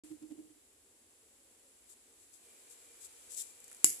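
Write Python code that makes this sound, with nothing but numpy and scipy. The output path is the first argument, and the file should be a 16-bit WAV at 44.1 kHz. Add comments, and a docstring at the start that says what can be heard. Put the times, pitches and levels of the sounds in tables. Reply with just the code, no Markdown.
"""A quiet room, close to a wooden bench, with faint hiss and rumble. First something hollow wobbles to rest,
each soft bump driving its low resonance. From about two seconds a sleeve brushes past on the left as a hand
comes in, and the hiss grows. A lighter ticks under the thumb; just before the end its igniter snaps once.
The snap rings each microphone port at its own treble pitch, over the lighter's fainter ringing, and the
room reverberates."""
import sys
import numpy as np
from scipy import signal
from scipy.fft import rfft, irfft
from scipy.io import wavfile
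from scipy.ndimage import uniform_filter1d

SR = 44100
rng = np.random.default_rng(int(sys.argv[2]) if len(sys.argv) > 2 else 0)


def to_wav(s):
    """Save 16-bit WAV."""
    ch = np.atleast_2d(s).T  # columns
    pcm = np.round(np.clip(ch, -1, 1) * 32767)  # PCM
    wavfile.write(sys.argv[1], SR, pcm.astype(np.int16))


N = 176400
TIME = np.arange(N) / SR
FREQS = np.fft.rfftfreq(N, 1 / SR)
TOP_HZ, ROOM_T60_S = 14400, 0.28


def undb(db):
    """Amplitude grows tenfold with every 20 dB."""
    return 10 ** (np.asarray(db) / 20)


def pan(db):
    """Level difference gives direction: positive dB is left, and the louder side keeps gain 1."""
    return undb(np.minimum([[db], [-db]], 0))


def noise(spectrum, channels=2):
    """Spectral shaping: independent unit noises whose density follows (Hz, dB) points."""
    hz, db = np.array(spectrum, float).T
    gain = undb(np.interp(np.log(np.maximum(FREQS, 1)), np.log(hz), db))
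    y = irfft(rfft(rng.standard_normal((channels, N))) * gain * (FREQS < TOP_HZ + 1000), N)
    return y / y.std()


def resonate(x, hz, width_hz):
    """A second-order resonator passes one band, with gain 1 at its centre."""
    return signal.lfilter(*signal.iirpeak(hz, hz / width_hz, fs=SR), x)


def band(hz, width_hz, channels=1):
    """Two wider resonators in cascade give narrow-band unit noise with steep skirts."""
    y = rng.standard_normal((channels, N))
    for _ in range(2):
        y = resonate(y, hz, 1.5 * width_hz)
    return y / y.std()


def walk(rate_hz):
    """Moving averages turn white noise into a slow fluctuation of unit spread."""
    span = max(int(SR / rate_hz), 1)
    y = uniform_filter1d(uniform_filter1d(rng.standard_normal(N), span), span)
    return y / y.std()


def fade(start, t60, hold=0):
    """Exponential decay, 60 dB in t60 seconds, after a sudden onset and an optional hold."""
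    age = TIME - start
    return (age >= 0) * np.exp(-np.log(1000) * np.maximum(age - hold, 0) / t60)


def rise(start, length_s):
    """A Gaussian onset builds smoothly from 0 to 1."""
    return 1 - np.exp(-(np.maximum(TIME - start, 0) / length_s) ** 2)


def ring(start, hz, t60):
    """Free vibration of one mode is a damped sinusoid."""
    return fade(start, t60) * np.sin(2 * np.pi * hz * (TIME - start))


def linger(envelope, t60):
    """Leaky integration lets an envelope die away slowly; its peak height is kept."""
    retained = np.exp(-np.log(1000) / (t60 * SR))
    y = signal.lfilter([1 - retained], [1, -retained], envelope)
    return y * envelope.max() / y.max()


def nearby(x):
    """Comb filtering: reflections from the bench and what stands on it interfere with the direct sound."""
    # Each row: delay to the left port in seconds, delay to the right port in seconds, gain in dB.
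    surfaces = [(.0022, .0014, -9), (.0053, .0061, -9), (.0097, .0083, -15)]
    response = 1 + sum(undb(db) * np.exp(-2j * np.pi * FREQS * np.array([[left], [right]]))
                       for left, right, db in surfaces)
    return irfft(rfft(x) * response / np.sqrt(np.mean(np.abs(response) ** 2)), N)


def ports(x):
    """Resonance in each microphone port lifts its own treble band."""
    # Left port, then right. Each row: centre in Hz, bandwidth in Hz, lift in dB.
    resonances = [(7585, 956, 13.5), (10130, 1140, 13.5)]
    return np.array([side + (undb(db) - 1) * resonate(side, hz, width_hz)
                     for side, (hz, width_hz, db) in zip(x, resonances)])


def hiss():
    """Broadband noise sinks, then slowly grows; a treble shelf makes it duller on the left."""
    # Each row: time in seconds, level in dB.
    levels = [(.04, -64), (.17, -69.5), (.8, -71), (1.2, -70), (1.7, -69), (2.38, -68), (2.45, -65),
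              (3.3, -62.5), (3.6, -64), (4, -59.5)]
    # Each row: frequency in Hz, relative density in dB.
    spectrum = [(150, -14), (400, 7.5), (800, 1.5), (1100, -1), (2000, 1.5), (3200, 1), (6000, -1.5),
                (8000, 1.5), (11000, -2), (14500, -6)]
    broadband = undb(np.interp(TIME, *np.array(levels).T)) * noise(spectrum)
    treble = signal.sosfiltfilt(signal.butter(4, 8900, "high", fs=SR, output="sos"), broadband)
    return broadband + (pan(-3.5) - 1) * treble


def low_room_noise():
    """Coherent noise, alike on both sides: a deep rumble under a wavering murmur."""
    # Each row: time in seconds, level in dB.
    rumble_levels = [(.1, -78), (.7, -84.5), (2.3, -84.5), (2.6, -88.5), (3.2, -83), (4, -85)]
    # Each row of both spectra: frequency in Hz, relative density in dB.
    rumble_spectrum = [(20, -15), (65, 7.5), (110, 3), (160, -13), (300, -32)]
    murmur_spectrum = [(20, -34), (160, -23.5), (240, -6.5), (330, -6), (450, -6.5), (620, -17),
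                       (1000, -19), (2000, -40)]
    rumble = undb(np.interp(TIME, *np.array(rumble_levels).T)) * noise(rumble_spectrum, channels=1)
    murmur = undb(-76.5 + 0.9 * walk(14)) * noise(murmur_spectrum, channels=1)
    return rumble + murmur


def faint_resonances():
    """Narrow-band noise is heard as pitch: two soft swells, then a steady drone."""
    # Each row: centre in seconds, half-width in seconds, level in dB.
    swells = [(1.384, 0.12, -80), (1.688, 0.062, -77)]
    envelope = sum(undb(db) * np.exp(-((TIME - s) / half_width) ** 2) for s, half_width, db in swells)
    hum = envelope * band(540, width_hz=35)
    drone = undb(-78) * band(472, width_hz=20) + undb(-79) * band(2378, width_hz=100)
    return hum + rise(start=2.42, length_s=0.0073) * drone


def wobble():
    """Damped resonance: pushes, closer and weaker at the end, swell a hollow body's tone and scuff."""
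    # Each row: time of the strongest push in seconds, level in dB.
    bumps = [(0.036, -48), (.071, -58), (0.115, -38.5), (0.228, -40), (0.314, -38.5), (0.389, -41.5),
             (.452, -53.5), (0.501, -56.5), (0.565, -62)]
    # Each row: frequency in Hz, relative density in dB.
    scuff_spectrum = [(40, -30), (85, -12), (118, 3.5), (160, -12), (250, 3), (420, -7.5), (700, -12),
                      (1200, -22), (3000, -21.5), (14000, -38)]
    hollow_hz, push_s, right_lag_s = 308.4, 0.009, 0.00048
    push = sum(undb(db) * np.exp(-((TIME - s) / push_s) ** 2 / 2) for s, db in bumps)
    phase = 2 * np.pi * hollow_hz * (TIME - np.array([[0], [right_lag_s]]))
    roughness = 0.66 * walk(45)
    tone = linger(push, t60=0.094) * np.sin(phase + roughness)
    room = undb(-15) * linger(push, ROOM_T60_S) * band(hollow_hz, width_hz=69, channels=2)
    scuff = undb(-21) * push * noise(scuff_spectrum)
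    return pan(-6) * (tone + room) + scuff


def sleeve():
    """Friction noise swells and dies with each stroke, grainy with slipping fibres."""
    # Each row: centre in seconds, duration in seconds, level in dB.
    strokes = [(1.914, 0.039, -61), (2.219, 0.043, -68.5), (2.35, 0.044, -64), (2.718, 0.038, -60),
               (3.023, 0.024, -57.5), (3.054, 0.024, -55), (3.22, 0.13, -74), (3.324, 0.036, -53.5),
               (3.347, 0.0065, -52.5), (3.396, 0.048, -43.5), (3.465, 0.1, -62)]
    # Each row: frequency in Hz, relative density in dB.
    cloth_spectrum = [(200, -24), (1000, -21), (2300, -9), (2900, -10), (3400, -1), (5000, 1), (7500, 4.5),
                      (10000, 5), (12000, 1.5), (14500, -5.5)]
    steepness = 6.4
    speed = sum(undb(db) / np.sqrt(1 + np.abs(2 * (TIME - s) / length) ** steepness)
                for s, length, db in strokes)
    grain = undb(1.3 * walk(510))
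    return pan(7.5) * speed * grain * nearby(noise(cloth_spectrum))


def ticks():
    """Light impacts make brief noise bursts: the hollow body and lighter tick, and its case knocks once."""
    # Each row of both tables: start in seconds, level in dB.
    hollow_contacts = [(.226, -63), (0.321, -63)]
    thumb_ticks = [(3.603, -54), (3.642, -51.5), (3.6455, -56), (3.680, -51.5), (3.699, -55), (3.7145, -52),
                   (3.721, -55), (3.729, -49.5), (3.747, -50.5), (3.7685, -55.5)]
    # Each row: frequency in Hz, relative density in dB.
    spectrum = [(200, -22), (1500, -10), (3000, -16), (7000, 5), (12000, 2), (14500, -8)]
    clicks = sum(undb(db) * fade(s, t60=0.013) for s, db in hollow_contacts + thumb_ticks) * noise(spectrum)
    knock = undb(-55) * fade(3.716, t60=0.03) * band(1750, width_hz=1100, channels=2)
    return clicks + knock


def reverberation(start):
    """The room's diffuse field decays exponentially after the snap, fuller once the walls reply."""
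    # Each row: frequency in Hz, relative density in dB.
    spectrum = [(60, -7), (170, -3.5), (310, 15.5), (480, -6), (800, -23), (1500, -10), (2100, 1.5),
                (2900, -3.5), (4000, -6.5), (5100, 6), (5800, 3), (7000, 9), (9000, 5.5), (12000, 8.5),
                (14500, -8)]
    early = rise(start, 0.002) * fade(start, ROOM_T60_S)
    reflected = undb(-8) * fade(start + 0.024, ROOM_T60_S)
    envelope = np.hypot(early, reflected)  # incoherent sounds add in power
    grainy_gain = undb(-31 + 1.5 * walk(500))
    return grainy_gain * pan(-1.5) * envelope * nearby(noise(spectrum))


def igniter(start):
    """Impulse excitation: a click, crack and case thump; the ports ring, and more faintly the lighter."""
    # The two loudest modes are the microphone ports, left then right.
    # Each row: frequency in Hz, time to decay by 60 dB in seconds, left level in dB, right level in dB.
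    modes = [(7380, 0.01, 2.5, -27), (10460, 0.0069, -13, 4), (7650, 0.069, -16.5, -29),
             (5040, .012, -19, -28), (2924, 0.012, -31, -24), (13100, 0.0084, -25, -9.5),
             (2930, .3, -54, -54), (4920, 0.27, -50, -56), (5604, 0.17, -48, -45), (7850, 0.25, -49, -49),
             (8974, 0.27, -39, -35), (9889, 0.21, -52, -32), (11150, .2, -49, -40)]
    # Each row: frequency in Hz, relative density in dB.
    crack_spectrum = [(100, -8), (600, -23), (1500, -9), (2800, 0), (4000, -1), (5100, 1), (6500, 10),
                      (8000, 2), (13500, -4), (15500, -6)]
    pulse_s = 0.00009
    pulse = undb(-15.5) * pan(-6.5) * np.exp(-((TIME - start) / pulse_s) ** 2)
    click = signal.sosfilt(signal.butter(2, 545, "high", fs=SR, output="sos"), pulse)
    crack = undb(-18.5) * fade(start, t60=0.014, hold=0.0013) * noise(crack_spectrum)
    thump = undb(-23) * pan(-41) * ring(start, hz=312, t60=0.026)
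    ringing = sum(undb([[left], [right]]) * ring(start, hz, t60) for hz, t60, left, right in modes)
    return click + crack + thump + rise(start, 0.00061) * ringing


def scene():
    """Superposition: all sources add at the two microphone ports."""
    snap_s = 3.8435
    background = hiss() + low_room_noise() + faint_resonances()
    handling = wobble() + sleeve() + ticks()
    return ports(background + handling) + igniter(snap_s) + ports(reverberation(snap_s))


def record(dry):
    """Soft saturation rounds the loudest peak; the sound fades in quickly and a low-pass cuts the top."""
    rounded = np.tanh(dry) * rise(start=0.036, length_s=0.00067)
    return signal.sosfilt(signal.ellip(8, .2, 70, TOP_HZ, fs=SR, output="sos"), rounded)


dry = scene()
out = record(dry)
to_wav(out)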